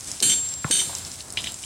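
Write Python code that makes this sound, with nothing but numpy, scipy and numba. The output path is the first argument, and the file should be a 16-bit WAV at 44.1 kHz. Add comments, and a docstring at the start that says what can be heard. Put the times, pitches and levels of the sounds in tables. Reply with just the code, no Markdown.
"""Hose spray hisses and patters on a horse; big drops smack the wet concrete pad over low yard rumble.
Hooves knock and scuff, with one low thump as the weight lands.
A steel gate clanks twice: its modes ring, the frame shudders, loose parts rebound and rattle.
Later the latch clacks shut. A fast limiter flattens the clanks and ducks the spray under them."""
import sys
import numpy as np
from scipy import signal
from scipy.fft import rfft, irfft, next_fast_len
from scipy.io import wavfile
from scipy.ndimage import uniform_filter1d, minimum_filter1d
from numba import njit

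SR = 44100
rng = np.random.default_rng(int(sys.argv[2]) if len(sys.argv) > 2 else 0)


def generate_wav(sig):
    """Save sig (samples, or channels by samples) to the path in sys.argv[1] as 16-bit PCM at SR."""
    pcm = np.round(np.clip(np.atleast_2d(sig).T, -1, 1) * 32767).astype(np.int16)
    wavfile.write(sys.argv[1], SR, pcm)


N = 72765
T = np.arange(N) / SR

# mist and droplets (frequency [Hz], relative level [dB])
SPRAY_SPECTRUM = [(400, -49), (1500, -10), (2700, -6), (4300, -6.5), (4900, 0), (7200, 2.5), (7700, 6),
                  (9400, 2), (11500, -9), (13000, -31), (16000, -28)]
# spray as the jet moves (time [s], level [dB])
SPRAY_LEVELS = [(0, -38.5), (.05, -39), (.09, -33.5), (.18, -38), (.5, -41), (.62, -41), (.8, -37),
                (.97, -39.5), (1.1, -38), (1.2, -41.5), (1.27, -45.5), (1.35, -44.5), (1.42, -37.5),
                (1.56, -40), (1.65, -37)]
# water on the coat (frequency [Hz], relative level [dB])
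COAT_SPECTRUM = [(1000, -23.5), (2500, -18.5), (4000, -10.5), (5500, -17.5), (9000, -30.5)]
# water on the coat (time [s], level [dB])
COAT_LEVELS = [(0, -51.5), (.4, -43.5), (.65, -46), (.9, -41), (1.17, -48), (1.27, -58), (1.5, -40),
               (1.65, -64)]
# outdoor rumble (frequency [Hz], relative level [dB])
YARD_SPECTRUM = [(15, -51), (25, -22.5), (86, -0.5), (154, -9.5), (193, -10.5), (260, -12), (344, -14),
                 (456, -18.5), (702, -15.5), (1400, -20.5), (2200, -28), (2860, -44), (4840, -120)]
# big drops on concrete (time [s], level [dB], centre [Hz])
DROP_HITS = [(.008, -26.5, 6500), (0.0451, -30, 6200), (0.073, -28, 7200), (0.1158, -18, 6530),
             (0.118, -27, 6700), (0.2026, -18, 4300), (0.2036, -20, 6450), (0.489, -22, 6700),
             (0.539, -21.5, 6240), (.6895, -28, 8150), (.951, -16.5, 6450), (0.9724, -29, 8000),
             (.984, -24.5, 9000), (1.0495, -24, 5100), (1.1163, -24.5, 5820), (1.165, -32, 8800),
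             (1.2059, -25.5, 4540), (1.3032, -25, 6350), (1.324, -22.5, 8500), (1.336, -28.5, 7600),
             (1.4431, -23, 6500), (1.5198, -24, 8200), (1.543, -22, 6900)]
# hoof contacts (time [s], level [dB], centre [Hz], t60 [s])
HOOF_HITS = [(0.213, -33, 388, 0.06), (0.6441, -18, 1300, 0.028), (.647, -28.5, 614, 0.014),
             (.662, -33, 990, 0.043), (.679, -34.5, 880, 0.049), (0.7, -28.5, 330, 0.087),
             (0.705, -28.5, 380, 0.036), (0.816, -35, 1150, 0.038), (0.869, -35, 160, 0.046),
             (0.893, -33.5, 840, 0.083), (0.93, -37.5, 890, 0.089)]
# gate clanks (time [s], clash level [dB], shudder level [dB])
GATE_CLANKS = [(0.225, -16, -28.5), (.7103, -17, -32)]
# steel modes (frequency [Hz])
GATE_MODES_HZ = [3017, 3122, 3577, 3714, 4080, 4483, 6283, 7085, 7527, 8105, 8536, 8599, 8764, 8786, 8843,
                 8884, 9233, 9808, 10432, 11475, 11826, 11886]
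# steel modes (t60 [s])
GATE_MODES_T60_S = [0.31, 0.24, 0.47, 0.3, 0.19, 0.38, 0.3, 0.64, 1.203, 0.3, 0.4, 0.39, 0.35, 0.41, 0.43,
                    0.4, .35, .33, 0.97, 0.33, 0.34, 0.93]
# steel modes, a row per clank, a column per mode (level [dB])
GATE_MODES_DB = [
    [-30, -15.5, -24.5, -32, -17, -22, -31, -23, -14, -10.5, -23, -22, -18, -35.5, -42, -17, -22, -20, -52,
     -27, -25, -40.5],
    [-21, -44, -26.5, -17, -41, -25, -22, -26, -29, -12.5, -14.5, -10, -23, -25, -22, -21, -49, -26.5, -34,
     -32, -47, -34],
]
# steel clash (frequency [Hz], relative level [dB])
CLASH_SPECTRUM = [(400, -30), (700, -18), (1300, -16.5), (1550, -7), (2000, -12), (2600, -7), (3040, -1),
                  (3330, -7.5), (4400, 1), (5140, -12.5), (6400, 3), (7500, -5), (8650, -2), (10500, -10.5),
                  (11800, -16), (12600, -65.5)]
# dull frame shudder (frequency [Hz], relative level [dB])
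SHUDDER_SPECTRUM = [(30, -15), (70, -13), (130, -1.5), (250, 1), (380, -1), (600, -13), (1500, -28.5)]
# rebounds of loose parts (time [s], level [dB])
RATTLE_HITS = [(.297, -19), (0.3167, -24), (0.3275, -33), (0.338, -37), (0.381, -38), (0.7259, -17.5),
               (0.744, -28), (.766, -25.5), (0.7913, -20.5), (0.801, -33.5), (0.813, -41)]
# buzz of loose parts (frequency [Hz], relative level [dB])
RATTLE_SPECTRUM = [(1200, -25), (2000, -11.5), (2300, -6.5), (2700, -19), (3080, 3.5), (3300, -3.5),
                   (3550, 5), (4000, -15.5), (5400, -12), (6150, 7), (6800, -12.5), (9000, -10),
                   (12000, -53)]
# modes of loose parts (frequency [Hz], t60 [s], relative level [dB])
RATTLE_MODES = [(3112, 0.13, -0.5), (3550, .1, -12), (6100, 0.076, -7)]
# light touches on the steel (time [s], level [dB])
STEEL_TOUCHES = [(.766, -44), (1.470, -36.5)]
# latch clacks (time [s], level [dB])
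LATCH_HITS = [(1.373, -15), (1.3755, -26.5), (1.3877, -28), (1.4414, -23.5), (1.461, -30), (1.471, -22),
              (1.637, -34)]
# latch crack (frequency [Hz], relative level [dB])
LATCH_SPECTRUM = [(200, -10), (700, -20.5), (1000, -11.5), (1500, -28), (2000, -4), (2500, -4.5), (3000, 7),
                  (3800, 2.5), (4600, -12.5), (6500, -19), (12000, -39)]
# latch modes (frequency [Hz], t60 [s], relative level [dB])
LATCH_MODES = [(2400, .016, -3), (3047, .12, -17), (3258, .08, -19), (3738, .16, -19), (3773, .27, -20),
               (4060, .11, -26), (4965, .28, -21), (6304, .15, -30)]
# stereo difference (frequency [Hz], relative level [dB])
SIDE_SPECTRUM = [(30, -17), (120, -13), (250, -2.5), (500, 4), (1000, 3.5), (2000, -5.5), (4000, -2.5),
                 (8000, -1), (16000, 5.5)]
# microphone hiss (frequency [Hz], relative level [dB])
HISS_SPECTRUM = [(2000, -5), (8000, -8), (13000, 4), (16000, 0)]


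def undb(db):
    return 10 ** (np.asarray(db) / 20)


def unit_rms(x):
    return x / np.sqrt(np.mean(x ** 2))


def colour(x, spectrum):
    """Minimum-phase filter through (Hz, dB) points; white noise keeps its level."""
    size = next_fast_len(2 * N)
    hz, db = np.array(sorted(spectrum)).T
    log_bins = np.log(np.fft.rfftfreq(size, 1 / SR) + 1)
    gain = unit_rms(undb(np.interp(log_bins, np.log(hz), db)))
    cepstrum = irfft(np.log(gain), size)
    cepstrum[1:size // 2] *= 2
    cepstrum[size // 2 + 1:] = 0
    return irfft(rfft(x, size) * np.exp(rfft(cepstrum)), size)[:N]


def butter(x, order, hz, kind):
    return signal.lfilter(*signal.butter(order, hz, kind, fs=SR), x)


def noise(spectrum):
    return colour(rng.standard_normal(N), spectrum)


def decay(start_s, t60_s):
    return (T >= start_s) * np.exp(-np.log(1000) * np.maximum(T - start_s, 0) / t60_s)


def ring(start_s, hz, t60_s):
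    return decay(start_s, t60_s) * np.sin(2 * np.pi * hz * (T - start_s))


def strike(hits, modes):
    """Every hit rings every mode."""
    return sum(undb(db + mode_db) * ring(s, hz, t60) for s, db in hits for hz, t60, mode_db in modes)


def burst(start_s, hz, relative_width, t60_s):
    """Brief contact: noise through one broad resonance, with the energy of a unit decay."""
    envelope = decay(start_s, t60_s)
    edge_ratio = 1 + relative_width / 2
    x = butter(envelope * rng.standard_normal(N), 1, [hz / edge_ratio, hz * edge_ratio], "band")
    x = butter(x, 1, [hz / 2, hz * 2], "band")
    return x * np.sqrt(np.sum(envelope ** 2) / np.sum(x ** 2))


def wander(rate_hz):
    """Smooth random drift, unit RMS."""
    hold = int(SR / rate_hz)
    steps = np.repeat(rng.standard_normal(N // hold + 1), hold)
    return unit_rms(uniform_filter1d(steps, hold)[:N])


def gain_curve(levels):
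    return undb(np.interp(T, *np.array(levels).T))


def reflect(x, t60_s):
    """Scattered reflections: a noise tail of unit energy."""
    tail = rng.standard_normal(N) * decay(0.00058, t60_s)
    return signal.fftconvolve(x, tail / np.sqrt(np.sum(tail ** 2)))[:N]


def spray(droplets_per_s=2500, spread_db=3.5, patter_db=0.5, flicker_db=1.66):
    """Mist hisses, droplets patter, the jet washes over the coat; the level flickers."""
    sizes = undb(spread_db * np.minimum(rng.exponential(size=N), 5)) * rng.choice([-1, 1], N)
    patter = unit_rms((rng.random(N) < droplets_per_s / SR) * sizes)
    water = unit_rms(rng.standard_normal(N) + undb(patter_db) * patter)
    jet = colour(water, SPRAY_SPECTRUM) * gain_curve(SPRAY_LEVELS)
    coat = noise(COAT_SPECTRUM) * gain_curve(COAT_LEVELS)
    return (jet + coat) * undb(flicker_db * wander(rate_hz=44.92))


def yard(level_db=-46.5, swell_db=2.4):
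    """Low, wavering outdoor rumble."""
    rumble = noise(YARD_SPECTRUM + [(5000, -56)])
    return undb(level_db) * rumble * undb(swell_db * wander(rate_hz=11.78))


def drops(scatter_db=-12):
    """Big drops smack the wet pad and scatter."""
    smacks = sum(undb(db) * burst(s, hz, relative_width=0.31, t60_s=0.0093) for s, db, hz in DROP_HITS)
    scatter = undb(scatter_db) * reflect(smacks, t60_s=0.065)
    return butter(smacks + scatter, 4, 11400, "low")


def hooves(thump_s=0.6478, thump_db=-13.5, attack_s=0.0016):
    """Hollow knocks and scuffs; the weight lands with one low thump."""
    knocks = sum(undb(db) * burst(s, hz, relative_width=0.5, t60_s=t60) for s, db, hz, t60 in HOOF_HITS)
    attack = np.clip((T - thump_s) / attack_s, 0, 1)
    thump = undb(thump_db) * ring(thump_s, hz=140, t60_s=0.042) * attack
    return butter(knocks, 2, 2410, "low") + butter(thump, 2, 85, "high")


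def gate(chatter_per_s=300, chatter_tau_s=0.029, chatter_db=-27, crack_db=3):
    """Each clank cracks and rings the steel; quick chatter restrikes it and the frame shudders."""
    out = np.zeros(N)
    for (start_s, clash_db, shudder_db), modes_db in zip(GATE_CLANKS, GATE_MODES_DB):
        modes = zip(GATE_MODES_HZ, GATE_MODES_T60_S, modes_db)
        steel = sum(undb(db) * ring(0, hz, t60) for hz, t60, db in modes)
        chatter = (rng.random(N) < chatter_per_s / SR) * rng.standard_normal(N)
        blows = undb(chatter_db) * chatter * (T > start_s) * np.exp(-abs(T - start_s) / chatter_tau_s)
        blows[int(start_s * SR)] += 1  # main blow
        out += signal.fftconvolve(blows, steel)[:N]
        clash_envelope = decay(start_s, t60_s=0.43) + undb(crack_db) * decay(start_s, t60_s=0.059)
        out += undb(clash_db) * clash_envelope * noise(CLASH_SPECTRUM)
        out += undb(shudder_db) * decay(start_s, t60_s=0.47) * noise(SHUDDER_SPECTRUM)
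    return out


def rattle():
    """Loose parts rebound after each clank with a buzz and a short ring."""
    envelope = sum(undb(db) * decay(s, t60_s=0.1) for s, db in RATTLE_HITS)
    buzz = colour(envelope * rng.standard_normal(N), RATTLE_SPECTRUM)
    return buzz + strike(RATTLE_HITS, RATTLE_MODES)


def steel_touches():
    """Light touches renew one thin, high steel mode."""
    return sum(undb(db) * ring(s, hz=7528, t60_s=0.65) for s, db in STEEL_TOUCHES)


def latch(tail_db=-9.5, snap_hz=2950, snap_t60_s=0.008, snap_db=-2):
    """The latch shuts: hard snap and crack, short noise tail, a few damped modes."""
    envelope = sum(undb(db) * (decay(s, t60_s=0.011) + undb(tail_db) * decay(s, t60_s=0.094))
                   for s, db in LATCH_HITS)
    crack = colour(envelope * rng.standard_normal(N), LATCH_SPECTRUM)
    rings = strike(LATCH_HITS, LATCH_MODES + [(snap_hz, snap_t60_s, snap_db)])
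    return crack + butter(rings, 3, 1710, "high")


def scene(echo_db=-17, hiss_db=-55.5):
    """All sources centred; reflections and independent spray and rumble add width."""
    hits = gate() + rattle() + steel_touches() + latch() + hooves() + drops()
    mid = hits + undb(echo_db) * reflect(hits, t60_s=0.27) + spray() + yard()
    side = 0.34 * reflect(hits, t60_s=0.029) + 0.3 * spray() + 0.4 * yard()
    side = colour(side, SIDE_SPECTRUM)
    mic_hiss = undb(hiss_db) * np.array([noise(HISS_SPECTRUM), noise(HISS_SPECTRUM)])
    return np.array([mid + side, mid - side]) + mic_hiss


@njit
def follow_peak(x, fall_factor):
    """Instant rise, exponential fall."""
    out, peak = np.empty(len(x)), 0.
    for i in range(len(x)):
        peak = max(x[i], peak * fall_factor)
        out[i] = peak
    return out


def record(dry, ceiling=0.46, release_s=0.081, smooth_samples=33, top_hz=16000):
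    """Fast stereo-linked limiter, then a steep low-pass."""
    peak = follow_peak(np.abs(dry).max(axis=0), np.exp(-1 / (release_s * SR)))
    gain = ceiling / np.maximum(peak, ceiling)
    gain = uniform_filter1d(minimum_filter1d(gain, smooth_samples), smooth_samples)
    return signal.sosfilt(signal.ellip(10, .2, 80, top_hz, fs=SR, output="sos"), dry * gain)


dry = scene()
out = record(dry)
generate_wav(out)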